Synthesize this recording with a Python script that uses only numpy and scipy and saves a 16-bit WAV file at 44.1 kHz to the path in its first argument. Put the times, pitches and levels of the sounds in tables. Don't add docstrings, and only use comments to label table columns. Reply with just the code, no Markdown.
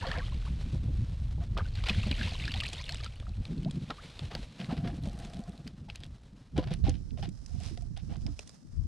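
import sys
import numpy as np
from scipy import signal
from scipy.io import wavfile
from scipy.ndimage import uniform_filter1d

SR = 44100
rng = np.random.default_rng(int(sys.argv[2]) if len(sys.argv) > 2 else 0)


def amp(db):
    return 10 ** (np.asarray(db, float) / 20)


def write(x):
    x = np.atleast_2d(x).T
    wavfile.write(sys.argv[1], SR, np.round(np.clip(x, -1, 1) * 32767).astype(np.int16))


N = 391166

# (time [s], level [dB])
STIRRING = [(0.0, -51), (0.24, -59.5), (0.57, -60.5), (1.31, -67), (1.68, -66), (1.97, -51), (2.81, -54),
            (3.29, -69), (4.2, -57.5), (4.84, -65.5), (5.31, -64), (5.66, -71.5), (6.5, -74), (7.46, -78),
            (7.66, -53), (7.88, -80), (8.42, -67), (8.66, -79)]
# (time [s], droplet share [0-1 or more])
WETNESS = [
    (0, 1.8),
    (.3, 1.1),
    (.55, 0.34),
    (1.5, 0.22),
    (1.6, 1.2),
    (3.05, 1.6),
    (3.2, 0.5),
    (4.5, 0.38),
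    (8.87, 0.11),
]
# (frequency [Hz], level [dB per Hz])
SLOSH_TONE = [(300, -8), (500, 1.5), (800, -4.5), (1400, -7), (2000, -12), (3000, -47)]
# (frequency [Hz], level [dB per Hz])
SPLASH_TONE = [(900, -50), (1500, -5.5), (2500, 0.5), (4200, 1.5), (5500, -18), (8000, -30)]
# (frequency [Hz], level [dB per Hz])
SPRAY_TONE = [(3500, -18), (5000, -2), (7000, -8.5), (9500, -10), (11500, -22.5), (13500, -36),
              (14300, -60)]
# (time [s], peak level [dB], ring [Hz])
DROPS = [(0.068, -26.5, 1910), (0.1158, -20, 1670), (0.1845, -30, 2150), (1.5756, -22, 1400),
         (1.754, -31, 4160), (1.8385, -27.5, 1170), (1.8595, -32, 3370), (1.886, -17.5, 3300),
         (1.896, -16, 2550), (2.113, -20.5, 2860), (2.2306, -27, 2780), (2.424, -37, 3550),
         (2.439, -32, 2520), (2.453, -26, 3140), (2.4793, -23, 1710), (2.5177, -24.5, 4520),
         (2.54, -24, 3200), (2.559, -29, 2560), (2.603, -19, 2850), (2.635, -22.5, 1820),
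         (2.659, -25, 4000), (2.7576, -31.5, 4330), (2.8923, -21, 4320), (3.0619, -33.5, 1320),
         (3.453, -29, 3430), (4.645, -30, 2100), (5.676, -28, 4800), (5.9, -29.5, 2660),
         (5.9572, -27, 4400), (7.1066, -47, 2680)]
# (time [s], peak level [dB], ring [Hz], relative treble [dB])
MESH_SNAPS = [(2.6875, -31, 2980, -4), (2.731, -28, 3170, -7), (2.813, -36.5, 6150, -21),
              (2.945, -28, 3410, -8), (3.0026, -39, 1750, -20), (3.044, -29, 3000, -9),
              (3.2004, -34.5, 3220, -14), (3.648, -32, 2900, -22), (3.7103, -33.5, 3300, -7),
              (3.9052, -24, 1950, -41), (4.1928, -24, 3480, -22), (4.351, -17, 3800, -31),
              (4.6014, -36.5, 2680, -16), (5.0559, -35.5, 1190, -15), (5.249, -36, 3300, -9),
              (5.335, -37, 3400, -9), (6.035, -33.5, 3300, -16), (6.5784, -26, 3150, -13),
              (6.708, -41, 2680, -10), (6.841, -36, 3350, -18), (6.8943, -31.5, 4160, -2.5),
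              (7.2267, -31, 2900, -43), (7.29, -41, 5000, -5), (7.4616, -42, 6170, -4),
              (7.7749, -33, 1980, -15), (7.9746, -38, 3100, -8.5), (8.2654, -33, 5340, -17),
              (8.3916, -32, 2500, -6), (8.4752, -45, 3380, 2), (8.4936, -34, 5430, -7)]
# (frequency [Hz], level [dB per Hz])
CRACK_TONE = [(800, -15), (1500, -3), (3000, 4), (5000, 2), (7000, -30.5), (10000, -54)]
# (frequency [Hz], level [dB per Hz])
TREBLE_TONE = [(4000, -4), (6000, -4.5), (9500, -9.5), (11500, -25), (13000, -31), (15200, -61)]
# (frequency [Hz], level [dB per Hz])
KNOCK_TONE = [(120, -23), (250, -1), (600, 0.5), (1100, -12.5), (2000, -17)]
# (time [s], peak level [dB], start pitch [Hz], end pitch [factor], length [s])
BUBBLES = [(0.069, -34.5, 520, 1.12, 0.029), (0.139, -41, 1250, 1.3, 0.012), (0.178, -37, 520, 0.92, 0.023),
           (0.203, -38, 1570, 1.04, 0.0095), (0.464, -46.5, 1060, 1.9, 0.023),
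           (1.58, -42, 800, 1.14, 0.019), (1.569, -33, 1170, 1.1, 0.006), (1.655, -47, 1500, 1.02, .014),
           (1.894, -22, 2510, 1.07, 0.0092), (2.127, -32, 2430, 1.06, 0.0054),
           (2.274, -42, 935, 1.2, 0.013), (2.602, -33.5, 2860, 0.86, 0.021), (2.899, -49, 653, 2.8, 0.058),
           (3.983, -47, 1155, 1.9, 0.03), (3.659, -40.5, 630, 1.56, 0.03), (.04, -38, 870, 1.3, 0.011),
           (0.086, -38, 1600, 1.4, 0.0096), (2.482, -38.5, 1700, 1.2, 0.015),
           (2.547, -41, 800, 0.84, 0.019), (3.905, -31, 1327, 0.97, 0.012), (2.51, -36, 2700, 1.2, .006),
           (2.749, -38, 2900, 1.1, .005), (2.881, -39, 2700, 1.1, .004), (.012, -45, 1700, 1.12, .016),
           (.042, -40, 1700, 1.15, .012), (.069, -42, 1150, .95, .015), (.1, -45, 1600, 1.12, .015),
           (.116, -37, 1300, 1.05, .006), (.153, -44, 1600, 1.15, .014), (.158, -45, 620, 1.5, .045),
           (.215, -46, 1100, 1.27, .03), (.322, -46, 1000, 1.2, .011), (.452, -49, 1500, 1.05, .007),
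           (2.036, -41, 1200, 1.05, .006), (2.243, -38, 2550, 1.1, .012), (2.563, -43, 900, 1.1, .007),
           (2.65, -43, 1900, 1.05, .008), (2.793, -46, 1900, 1.1, .009), (2.803, -46, 1000, 1.1, .014),
           (2.928, -45, 1800, 1.05, .006), (3.005, -49, 1250, .95, .012), (3.034, -42, 2300, .9, .009),
           (3.062, -39, 1300, 1.05, .006), (3.268, -44, 1280, 1.05, .005)]
# (time [s], length [s], level [dB], relative hollow part [dB])
RUSTLES = [(0, 0.19, -55, 6.5), (1.403, 0.028, -66, 10.5), (1.568, 0.022, -47.5, 8),
           (1.748, 0.044, -53, -15), (1.859, 0.045, -40.5, -10.5), (2.173, 0.11, -47.5, -15),
           (3.034, 0.021, -49, -17), (3.899, .012, -48.5, 8), (4.303, 0.059, -54.5, 3),
           (4.593, 0.03, -48.5, -4.5), (4.687, 0.03, -55, 7), (4.705, .03, -51, -3),
           (4.766, 0.018, -53, -1), (4.838, 0.06, -53, 4), (5.664, .014, -58, -8), (5.886, .017, -55, -5),
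           (5.948, .018, -56, -8), (6.0, .05, -62, -5), (6.56, 0.02, -56, 4), (6.576, .016, -43, 1),
           (6.626, 0.012, -52, 1), (6.67, 0.012, -51, 0), (6.705, 0.036, -49, -4.5),
           (6.84, 0.065, -49.5, -4), (6.937, 0.034, -62, -13), (7.172, 0.025, -61, 2),
           (7.222, 0.035, -50, -3), (7.59, 0.1, -62, -4), (7.962, 0.033, -57.5, -7.5),
           (8.09, 0.075, -62, 4), (8.26, 0.026, -64.5, 9.5)]
# (frequency [Hz], level [dB per Hz])
RUSTLE_TONE = [(900, -26), (1500, -2), (3000, 4.5), (5000, -4), (7000, -19), (10500, -22), (12500, -36),
               (14500, -58)]
# (time [s], peak level [dB], pitch [Hz])
DRIPS = [(0.1446, -38, 3160), (0.1744, -34, 2220), (0.2568, -41, 3350), (0.2972, -43, 3220),
         (0.3431, -43, 3090), (1.948, -34, 3430), (2.0344, -38, 2970), (2.1794, -33, 2720),
         (2.2644, -34, 2290), (2.2922, -34, 2610), (2.3094, -36, 3600), (2.3635, -36, 2930),
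         (2.3794, -37, 2780), (2.5764, -37, 2490), (2.6084, -25, 2630), (2.6379, -25, 4030),
         (2.6654, -26, 2690), (2.7044, -37, 3100), (2.7754, -36, 3280), (2.8214, -37, 4580),
         (2.8409, -30, 3530), (2.8554, -38, 4350), (2.8654, -37, 2860), (2.9094, -31, 4160),
         (2.9224, -27, 4460), (2.9647, -38, 3950), (2.9704, -38, 5130), (2.9834, -42, 2770),
         (3.0086, -36, 4470), (3.0759, -39, 3230), (3.1228, -44, 2790), (3.1572, -39, 2920),
         (3.2244, -48, 3390), (3.2919, -42, 4220), (3.3348, -50, 2640), (3.3443, -48, 3570),
         (3.3667, -48, 3560), (3.478, -49, 3180), (3.5793, -44, 4110), (3.6311, -39, 3070),
         (3.7564, -48, 4080)]
# (time [s], peak level [dB], pitch [Hz])
PICKS = [(4.9676, -48, 2750), (5.026, -48, 9980), (5.0365, -41, 3880), (5.0739, -39, 3170),
         (5.0864, -42, 3520), (5.0963, -42, 4270), (5.1322, -44, 3120), (5.1901, -39, 3520),
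         (5.2004, -44, 3240), (5.2709, -47, 4270), (5.2989, -46, 4850), (5.3444, -42, 4310),
         (5.3697, -46, 4390), (5.3921, -43, 3510), (5.4044, -48, 2800), (5.4385, -47, 4370),
         (5.4944, -48, 2950), (5.5209, -48, 3800), (5.5777, -44, 4090), (5.9579, -31, 4480),
         (6.0043, -45, 3780), (6.0434, -45, 3500), (6.0641, -49, 3700), (6.7381, -32, 2940),
         (7.6021, -41, 2750), (7.6354, -41, 3080), (7.662, -35, 5250), (7.6754, -43, 5160),
         (7.8221, -49, 2600), (8.1044, -51, 3810), (8.1459, -48, 3450), (8.1673, -45, 5230),
         (8.5144, -54, 5250)]
# (frequency [Hz], level [dB per Hz])
STRAND_TONE = [(1500, -16), (3500, 0), (6500, -8), (9000, -4), (11000, -16), (14000, -30), (15300, -55)]
# (time [s], peak level [dB],
# ring [Hz], t60 [s])
TAPS = [(3.14, -50, 816, .025), (3.224, -39, 600, .02), (3.28, -46, 715, .04), (3.383, -52, 800, .025),
        (3.426, -50, 720, .035), (3.657, -39, 740, .03), (5.884, -44, 840, .06), (6.586, -25, 511, .1),
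        (6.588, -38, 996, .12), (6.841, -40, 643, .05), (6.868, -32, 790, .12), (7.508, -54, 703, .08),
        (7.553, -52, 713, .08), (7.605, -42, 694, .06), (7.712, -38, 330, .06), (7.775, -43, 703, .06),
        (7.823, -48, 692, .07), (7.972, -50, 783, .09), (7.228, -36, 800, .09), (7.188, -43, 610, .07),
        (8.124, -48, 794, .05), (8.147, -48, 775, .06), (8.265, -45, 681, .07), (8.285, -36, 285, .14),
        (8.09, -40, 300, .1)]
# (time [s], peak level [dB], thud [Hz])
BUMPS = [(0.746, -20.5, 126), (0.88, -23, 133), (1.378, -23.5, 160), (1.553, -26, 180), (1.902, -18, 200),
         (2.065, -17.5, 200), (2.109, -20, 260), (3.484, -28.5, 159), (3.904, -30.5, 275),
         (4.219, -24.5, 130), (4.6, -23, 177), (4.687, -19, 153), (4.726, -16.5, 244), (4.983, -34, 167),
         (5.07, -19, 198), (5.393, -23, 208), (6.572, -14, 150), (6.583, -11.5, 300), (6.665, -22.5, 131),
         (6.711, -16.5, 164), (6.869, -18, 130), (6.882, -14.5, 290), (7.19, -27, 132), (7.229, -26, 164),
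         (8.257, -30.5, 134)]
# (frequency [Hz], level [dB], t60 [s])
MOUNT_MODES = [(275, -6, .06), (350, -2.5, 0.065), (511, -6, 0.09), (593, -8, 0.09), (800, -9, 0.075),
               (1025, -15, 0.06)]
# (frequency [Hz], width [Hz], level [dB])
HOUSING_MODES = [(520, 70, -5.5), (695.7, 50, 6), (800, 27, 2)]
# (time [s], level [dB])
STRAP_RUB = [
    (4.55, -80),
    (4.6, -68),
    (4.9, -55),
    (5.0, -69),
    (5.1, -58),
    (5.4, -56.5),
    (5.6, -70),
    (5.7, -90),
]
# (time [s], level [dB], share of small eddies [dB])
GUSTS = [(0.0, -40, -8.5), (0.94, -31.5, -8.5), (1.25, -35, -12.5), (2.25, -35, -8.5), (3.34, -43.5, -13),
         (3.55, -40.5, 8.5), (4.15, -59, 2), (4.42, -41.5, -1.5), (4.59, -67.5, 15.5), (4.73, -43, 6.5),
         (5.06, -38.5, -1.5), (5.61, -53.5, 4), (6.5, -55.5, 3), (6.66, -37.5, -3.5), (7.49, -48.5, -5.5),
         (8.1, -41.5, -4), (8.33, -48.5, -4.5), (8.57, -69, 13)]
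# (time [s], peak level [dB], length [s])
PUFFS = [
    (3.381, -37, 0.02),
    (4.22, -35, 0.042),
    (5.97, -44, 0.15),
    (6.61, -33, .03),
    (6.855, -30, 0.066),
    (7.224, -38, 0.069),
    (7.564, -38.5, 0.081),
    (8.263, -37.5, 0.088),
    (8.819, -30.5, 0.059),
]
# (time [s], left-right difference [dB])
GUST_PAN = [
    (8.1, -11),
    (8.6, 1),
    (8.81, 17),
    (8.87, 4),
]
# (frequency [Hz], level [dB per Hz])
WIND_DEEP_TONE = [(14, -25.5), (25, -3.5), (45, -0.5), (62, -11.5), (100, -44)]
# (frequency [Hz], level [dB per Hz])
WIND_LOW_TONE = [(35, -28.5), (58, 0), (90, 0.5), (120, -2.5), (155, -19.5), (250, -54)]
# (frequency [Hz], level [dB per Hz])
WIND_UPPER_TONE = [(90, -25), (140, 5), (220, -2.5), (350, -15), (600, -36.5), (1200, -55.5)]
# (time [s], stereo width [0-1])
STEREO_OPENS = [
    (6.45, 0),
    (6.62, .3),
    (6.78, 1),
]
PORT_LIKENESS = 0.1, 0.1, 0.45
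# (frequency [Hz], width [Hz], share lost [negative lifts])
PORT_DIPS = [(9100, 600, .4), (10400, 500, .5), (11050, 700, -.7), (12150, 600, .45), (12950, 600, -.8),
             (14100, 1700, .75)]


def evened(x):
    return x / np.sqrt(np.mean(x ** 2) + 1e-20)


def curve(rows):
    s, *columns = np.transpose(rows)
    return [np.interp(np.arange(N) / SR, s, column) for column in columns]


def colour(x, points):
    f, level_db = np.transpose(points)
    hz = abs(np.fft.fftfreq(8192, 1 / SR))
    gain_db = np.interp(np.log(hz + 1), np.log(f), level_db, left=-70, right=-90)
    log_gain = gain_db * np.log(10) / 20
    minimum_phase = np.exp(np.conj(signal.hilbert(log_gain)))
    kernel = np.fft.ifft(minimum_phase).real[:4096]
    kernel = (kernel / np.linalg.norm(kernel))[(None,) * (x.ndim - 1)]
    return signal.oaconvolve(x, kernel, axes=-1)[..., :x.shape[-1]]


def flicker(seconds):
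    size = max(int(seconds * SR), 2)
    smooth = uniform_filter1d(rng.standard_normal(N), size)
    return evened(uniform_filter1d(smooth, size))


def ports(pair, same, pan_db=0):
    width, = curve(STEREO_OPENS)
    like = 1 - width * (1 - same)
    right = like * pair[0] + np.sqrt(1 - like ** 2) * pair[1]
    tilt = amp(width * pan_db / 2)
    return np.array([pair[0] * tilt, right / tilt])


def resonate(x, hz, width):
    return signal.lfilter(*signal.iirpeak(hz, hz / width, SR), x)


def add(mix, s, sound):
    part = mix[..., round(s * SR):][..., :sound.shape[-1]]
    part += sound[..., :part.shape[-1]]


def droplets(low_hz, high_hz, cycles, spread_db, count):
    when, pitch, size, glide = rng.random((count, 4), dtype=np.float32).T[..., None]
    steps = np.arange(int(1.5 * cycles * SR / low_hz))
    hz = low_hz * (high_hz / low_hz) ** pitch
    turns = steps.astype(np.float32) * hz / SR
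    bend = 1 + (0.0121 * glide - .004) * turns
    rings = np.sin(2 * np.pi * turns * bend) * np.exp(-turns / cycles) * np.minimum(turns, 1)
    rings *= np.sqrt(hz) * amp(spread_db * np.minimum(-np.log(1 - size + 1e-6), 5))
    places = (when * N).astype(int) + steps
    return evened(np.bincount(places.ravel(), rings.ravel(), N)[:N])


def water():
    (splash_db,), (wet,), (width,) = curve(STIRRING), curve(WETNESS), curve(STEREO_OPENS)
    effort_db = splash_db + 64.5
    hollow_db = -64.5 + 0.57 * effort_db
    spray_db = -70 + 0.7 * effort_db + 5 * width
    flurry = amp(1.9 * (0.89 * flicker(0.003) + flicker(0.025)))
    hiss = rng.standard_normal((3, 2, N))
    hollow = evened(colour(hiss[0], SLOSH_TONE)) + wet * 0.46 * droplets(525, 1890, 3.6, 7.8, count=1200)
    splash = evened(colour(hiss[1], SPLASH_TONE)) + wet * 0.95 * droplets(1900, 4700, 9.5, 3.6, count=4500)
    spray = evened(colour(hiss[2], SPRAY_TONE)) + wet * 0.36 * droplets(4950, 8600, 4.5, 4.6, count=7000)
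    body = (amp(splash_db) * splash + amp(hollow_db) * hollow) * flurry
    mist = amp(spray_db) * spray * flurry
    return ports(body, PORT_LIKENESS[1]) + ports(mist, PORT_LIKENESS[1], pan_db=-6)


def snaps(ring_width=0.033, rise_s=0.00042, t60_s=0.024):
    t, out = np.arange(2500) / SR, np.zeros((2, N))
    rows = [(*row, -26, -25) for row in DROPS]
    rows += [(*row, -9.5) for row in MESH_SNAPS]
    bright, dull = np.moveaxis(rng.standard_normal((len(rows), 2, 2, len(t))), 1, 0)
    long, glide = rng.random((len(rows), 2)).T[..., None, None]
    s, peak_db, hz, top_db, low_db = np.transpose(rows)[..., None, None]
    low_db = low_db - 5.5 * np.log2(hz / 2800)
    wet = np.interp(s, *np.transpose(WETNESS))

    decay = amp(-60 * t / (t60_s * (.5 + 1.15 * long) * (.55 + .3 * wet)))
    sting = 1 + 1.2 * np.exp(-t / .0013)
    fade = decay * (1 - np.exp(-t / rise_s)) * sting
    burst_power = ((bright * fade) ** 2).sum(-1, keepdims=True)
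    bright = bright * np.sqrt((fade ** 2).sum(-1, keepdims=True) / burst_power)

    ring = 0.8 * np.array([evened(resonate(b, f, ring_width * f)) for b, f in zip(bright, hz.ravel())])
    pure = 0.45 * wet * np.sin(2 * np.pi * hz * t * (1 + 9 * (glide - .3) * t))
    crack = colour(bright * fade, CRACK_TONE) + (ring + pure) * fade ** 0.7
    top = amp(top_db + 5.5) * colour(bright * fade ** 0.84, TREBLE_TONE)
    knock = amp(low_db + 3.5) * colour(dull * fade ** 0.49, KNOCK_TONE)
    for start, sound in zip(s.ravel(), amp(peak_db - 11.5) * (crack + top + knock)):
        add(out, start - .0005, sound)
    return ports(out, PORT_LIKENESS[2])


def bubbles():
    out = np.zeros(N)
    for s, peak_db, hz, rise, length in BUBBLES:
        u = np.arange(0, 1.3, 1 / (length * SR))
        phase = 2 * np.pi * np.cumsum(hz * rise ** (u ** 1.9)) / SR
        swell = (1 - np.exp(-u / 0.018)) * np.exp(-1.8 * u ** 2)
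        add(out, s, amp(peak_db) * np.sin(phase) * swell)
    return out


def housing(scrape):
    modes = [amp(db) * resonate(resonate(scrape, hz, w), hz, 2 * w) for hz, w, db in HOUSING_MODES]
    return evened(sum(modes))


def rustles(tail_s=0.014, rise_share=0.18, sag_db=3.0):
    t, level, hollow_level = np.arange(N) / SR, np.zeros(N), np.zeros(N)
    wet = np.clip(curve(WETNESS)[0], 0, 1)
    for s, length, db, hollow_db in RUSTLES:
        near = slice(int(s * SR), int((s + length + .15) * SR))
        age = t[near] - s
        shape = amp(db + sag_db * (.5 - np.clip(age / length, 0, 1)))
        shape *= np.clip(age / (rise_share * length), 0, 1)
        shape *= np.exp(-np.maximum(age - length, 0) / tail_s)
        level[near] += shape
        hollow_level[near] += amp(hollow_db) * shape
    scrape = rng.standard_normal((2, 2, N)) * amp(3.6 * flicker(0.0031))
    fizz = 0.9 * wet * droplets(1530, 4470, 6.0, 4.0, count=4000)
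    scratch = evened(colour(scrape[0], RUSTLE_TONE)) + fizz
    slosh = (1 - 0.3 * (1 - wet)) * evened(colour(scrape[1], SLOSH_TONE))
    gurgle = 1.5 * wet * droplets(607, 1874, 9.5, 3.3, count=1600)
    hollow = slosh + gurgle + 1.2 * (1 - wet) * housing(scrape[1])
    return ports(scratch * level + hollow * hollow_level, PORT_LIKENESS[2])


def ticks(rows, lift_db, t60_s, sharpness, wide):
    t, out = np.arange(500) / SR, np.zeros((2, N))
    fade = amp(-60 * t / t60_s) * (1 - np.exp(-t / .0003))
    bursts = rng.standard_normal((len(rows), 2, len(t))) * fade
    for (s, peak_db, hz), burst, click in zip(rows, bursts, colour(bursts, STRAND_TONE)):
        ring = resonate(resonate(burst, hz, hz / sharpness), hz, hz / 2)
        tick = evened(ring) + wide * evened(click)
        add(out, s - .0005, amp(peak_db + lift_db) * tick / abs(tick).max())
    return ports(out, PORT_LIKENESS[2])


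def drips():
    return ticks(DRIPS, lift_db=-2.5, t60_s=.015, sharpness=6.0, wide=.3)


def mesh_picks():
    return ticks(PICKS, lift_db=-.7, t60_s=.01, sharpness=2.5, wide=1.2)


def taps(lift_db=-1.5, rise_s=.0015):
    t, out = np.arange(6000) / SR, np.zeros(N)
    for s, peak_db, hz, t60 in TAPS:
        fade = amp(peak_db + lift_db - 60 * t / t60) * (1 - np.exp(-t / rise_s))
        add(out, s - .001, fade * np.sin(2 * np.pi * hz * t))
    return out


def bumps(thud_cycles=15.0, rise_s=0.002):
    t, out = np.arange(8000) / SR, np.zeros(N)
    luck = rng.standard_normal((len(BUMPS), len(MOUNT_MODES), 2))
    for (s, peak_db, hz), shake in zip(BUMPS, luck):
        thud = np.sin(2 * np.pi * hz * t) * amp(-60 * t * hz / thud_cycles)
        rings = np.zeros(len(t))
        for (f, db, t60), (louder, sharper) in zip(MOUNT_MODES, shake):
            fade = amp(db + 2.5 * louder - 60 * t / t60)
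            rings += fade * np.sin(2 * np.pi * f * (1 + 0.021 * sharper) * t)
        rings *= amp(-7.5 + .3 * (peak_db + 20)) / abs(rings).max()
        add(out, s, amp(peak_db - 4.5) * (thud + rings) * (1 - np.exp(-t / rise_s)))
    return out


def strap():
    scrape = rng.standard_normal((2, N)) * amp(4.5 * flicker(0.0085))
    body = .55 * evened(colour(scrape, SLOSH_TONE + CRACK_TONE[-2:]))
    fine = .22 * evened(colour(scrape, STRAND_TONE))
    return ports((housing(scrape) + body + fine) * amp(curve(STRAP_RUB)[0]), PORT_LIKENESS[1])


def wind(skew=0.12):
    (breeze_db, small_db), (pan_db,), t = curve(GUSTS), curve(GUST_PAN), np.arange(N) / SR
    puff = sum(amp(db - 8.7 * np.minimum(abs(t - s) / length, 9) ** 1.22) for s, db, length in PUFFS)
    breeze = amp(breeze_db)
    lumps, air = flicker(0.029), rng.standard_normal((2, 2, N))
    deep = evened(colour(air[0], WIND_DEEP_TONE) * amp(0.59 * lumps))
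    low = evened(colour(air[0], WIND_LOW_TONE) * amp(3.0 * lumps))
    low = evened(low + skew * (low ** 2 - uniform_filter1d(low ** 2, 1500, axis=1)))
    upper_lumps = 0.53 * lumps + 0.81 * flicker(0.019)
    upper = evened(colour(air[1], WIND_UPPER_TONE) * amp(5.0 * upper_lumps))
    push = low * np.hypot(breeze, puff)
    push = push + deep * np.hypot(amp(-3.0) * breeze, amp(-6.5) * puff)
    push = push + upper * np.hypot(amp(small_db) * breeze, amp(-10) * puff)
    pan_makeup = 2 / (amp(pan_db / 2) + amp(-pan_db / 2)) ** 0.81
    return ports(push, PORT_LIKENESS[0], pan_db) * pan_makeup


def scene():
    wet_action = water() + snaps() + bubbles() + rustles() + drips() + mesh_picks()
    return wet_action + taps() + bumps() + strap() + wind()


def band_limit(x):
    return signal.sosfilt(signal.butter(12, 15320, fs=SR, output="sos"), x)


def record(dry):
    width, = curve(STEREO_OPENS)
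    for dip_hz, dip_width_hz, loss in PORT_DIPS:
        dry = dry - loss * (1 - width) * resonate(dry, dip_hz, dip_width_hz)
    dry = dry + amp(-89) * width * rng.standard_normal(dry.shape)
    apart = .55 * resonate((dry[0] - dry[1]) / 2, 3000, 2500)
    whistle = .8 * width * resonate(dry[1], 5500, 1800)
    pair = [dry[0] - apart, dry[1] + apart + whistle]
    limited = signal.oaconvolve(pair, signal.firwin(255, 14900, fs=SR)[None], "same")
    return band_limit(limited)


dry = scene()
out = record(dry)
write(out)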